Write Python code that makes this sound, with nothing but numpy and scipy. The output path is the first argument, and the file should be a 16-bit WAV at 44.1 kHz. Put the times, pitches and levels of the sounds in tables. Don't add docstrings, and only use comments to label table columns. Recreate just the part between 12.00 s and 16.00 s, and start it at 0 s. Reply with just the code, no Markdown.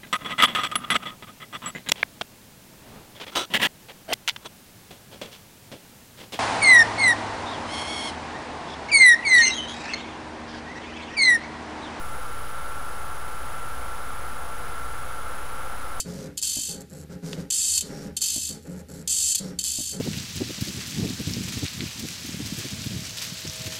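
import sys
import numpy as np
from scipy import signal
from scipy.fft import rfft, irfft
from scipy.io import wavfile
from scipy.ndimage import uniform_filter1d

SR = 44100
rng = np.random.default_rng(int(sys.argv[2]) if len(sys.argv) > 2 else 0)


def wrap_up_sound(samples):
    columns = np.atleast_2d(samples).T
    tamed = np.clip(columns, -1, 1)
    steps = np.round(tamed * 32767).astype(np.int16)
    wavfile.write(sys.argv[1], SR, steps)


N = 176400

# frequency_hz, relative_db
AIR_SPECTRUM = [(100, -7.5), (200, -11.5), (420, -10), (660, -8), (780, -6.5), (970, -7), (1100, -5),
                (1320, -1), (1480, -4.5), (1640, -7), (1800, -11.5), (1980, -15.5), (2200, -12.5),
                (2500, -19), (3300, -18), (4100, -26.5), (5000, -25), (6000, -29), (7000, -27), (9000, -35),
                (16000, -50)]
# centre_hz, width_hz, lift_db
CASE_RESONANCES = [(259, 17, 3.5), (486, 42, 4), (527, 33, 5), (571, 20, 4.5), (612, 53, -2.5),
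                   (727, 43, 3), (837, 37, 4.5), (1178, 26, 4.5), (1280, 52, 2), (2600, 110, 2.5),
                   (2880, 130, -1), (3260, 130, -1)]
# multiple_of_speed, level_db
FAST_ROTOR_TONES = [(15, -42.7), (16, -54.5), (17, -61), (30, -70.5), (33, -69), (40, -71.5)]
# multiple_of_speed, level_db
SLOW_ROTOR_TONES = [(1, -47.5), (15, -51.3), (16, -61.5), (30, -63.5)]
# pitch_hz, level_db
WHINE_PARTIALS = [(6570.5, -70), (8000.3, -65.5), (9870.74, -48.5), (11300.6, -75), (11673.2, -78),
                  (13171, -70)]
# pitch_hz, level_db
HUM_TONES = [(120.07, -56.3), (135.7, -61.5), (498.8, -62), (564.9, -65), (2055.2, -58.7), (3891.1, -66.7),
             (4108, -75)]
# frequency_hz, relative_db
RUMBLE_SPECTRUM = [(8, 0), (30, 0), (48, -1), (82, 1.3), (95, -8.5), (130, -11), (170, -17), (400, -35)]
# time_s, lift_db
RUMBLE_SWELL_CURVE = [(0, 3), (.6, -1), (1.3, -1.5), (1.8, 3), (2.2, -3), (2.65, 2.5), (3.2, -2), (4, -0.5)]
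# frequency_hz, relative_db
HISS_SPECTRUM = [(100, -6), (4000, -1.5), (8500, -4), (9900, -0.8), (11000, -3), (13000, -2.3), (15600, 0)]


def vent_air(level_db=-38, patch_db=0.15, patch_s=.08, patch_hz=300):
    air = coloured_noise(AIR_SPECTRUM, CASE_RESONANCES)
    hz, t, spectrogram = signal.stft(air, SR, nperseg=1024)
    patches = rng.standard_normal(spectrogram.shape)
    patches = uniform_filter1d(patches, round(patch_hz / hz[1]), axis=0)
    patches = unit_rms(uniform_filter1d(patches, round(patch_s / t[1]), axis=1))
    _, air = signal.istft(spectrogram * gain_of(patch_db * patches), SR, nperseg=1024)
    return gain_of(level_db) * unit_rms(air[:N])


def rotor(tones, speed_hz, wander):
    turns = wandering_turns(speed_hz, wander)
    return sum(fluttering_tone(multiple * turns, db) for multiple, db in tones)


def electronic_whine(chop_hz=30, start_s=0.0103, burst_s=0.028, edge_s=.001, sharp_hz=6):
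    t = np.arange(N) / SR
    age_s = (t - start_s) % (1 / chop_hz)
    gate = np.clip(np.minimum(age_s, burst_s - age_s) / edge_s, 0, 1)
    extra_turns = sharp_hz * age_s
    return gate * sum(sine(hz * t + extra_turns, db) for hz, db in WHINE_PARTIALS)


def mains_and_motor_hum():
    return sum(fluttering_tone(wandering_turns(hz, wander=.0002), db) for hz, db in HUM_TONES)


def room_rumble(base_db=-45.8):
    swell_db = np.interp(np.arange(N) / SR, *np.transpose(RUMBLE_SWELL_CURVE))
    return gain_of(base_db + swell_db) * coloured_noise(RUMBLE_SPECTRUM)


def coloured_noise(spectrum, resonances=()):
    hz = np.fft.rfftfreq(N, 1 / SR)
    point_hz, point_db = np.transpose(spectrum)
    broad_db = np.interp(np.log(hz + 1), np.log(point_hz + 1), point_db)
    narrow_db = sum(lift / (1 + (2 * (hz - centre) / width) ** 2) for centre, width, lift in resonances)
    white = rfft(rng.standard_normal(N))
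    return unit_rms(irfft(white * gain_of(broad_db + narrow_db), N))


def wandering_turns(hz, wander):
    return np.cumsum(hz * (1 + wander * drift(rate_hz=2.474))) / SR


def fluttering_tone(turns, level_db, flutter_db=0.9):
    return sine(turns, level_db + flutter_db * drift(rate_hz=8))


def sine(turns, level_db):
    return np.sqrt(2) * gain_of(level_db) * np.sin(2 * np.pi * (turns + rng.random()))


def drift(rate_hz):
    t = np.linspace(0, N / SR, num=1000)
    rates_hz = np.geomspace(rate_hz / 10, rate_hz, 16)
    motion = sum(np.sin(2 * np.pi * (hz * t + rng.random())) / np.sqrt(hz) for hz in rates_hz)
    return np.interp(np.arange(N) / SR, t, unit_rms(motion))


def gain_of(db):
    return 10 ** (np.asarray(db) / 20)


def unit_rms(x):
    return x / np.sqrt(np.mean(x ** 2) + 1e-20)


def scene():
    fast_rotor = rotor(FAST_ROTOR_TONES, speed_hz=90.392, wander=0.00012)
    slow_rotor = rotor(SLOW_ROTOR_TONES, speed_hz=58.12, wander=0.00036)
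    cooling = vent_air() + fast_rotor + slow_rotor
    return (cooling + mains_and_motor_hum() + electronic_whine() + room_rumble())[None]


def record(dry, hiss_db=-49, cutoff_hz=15750, dc_offset=-.0442):
    hiss = gain_of(hiss_db) * coloured_noise(HISS_SPECTRUM)
    low_pass = signal.firwin(1023, cutoff_hz, window=("kaiser", 9), fs=SR)
    return dc_offset + signal.oaconvolve(dry + hiss, low_pass[None], "same")


dry = scene()
out = record(dry)
wrap_up_sound(out)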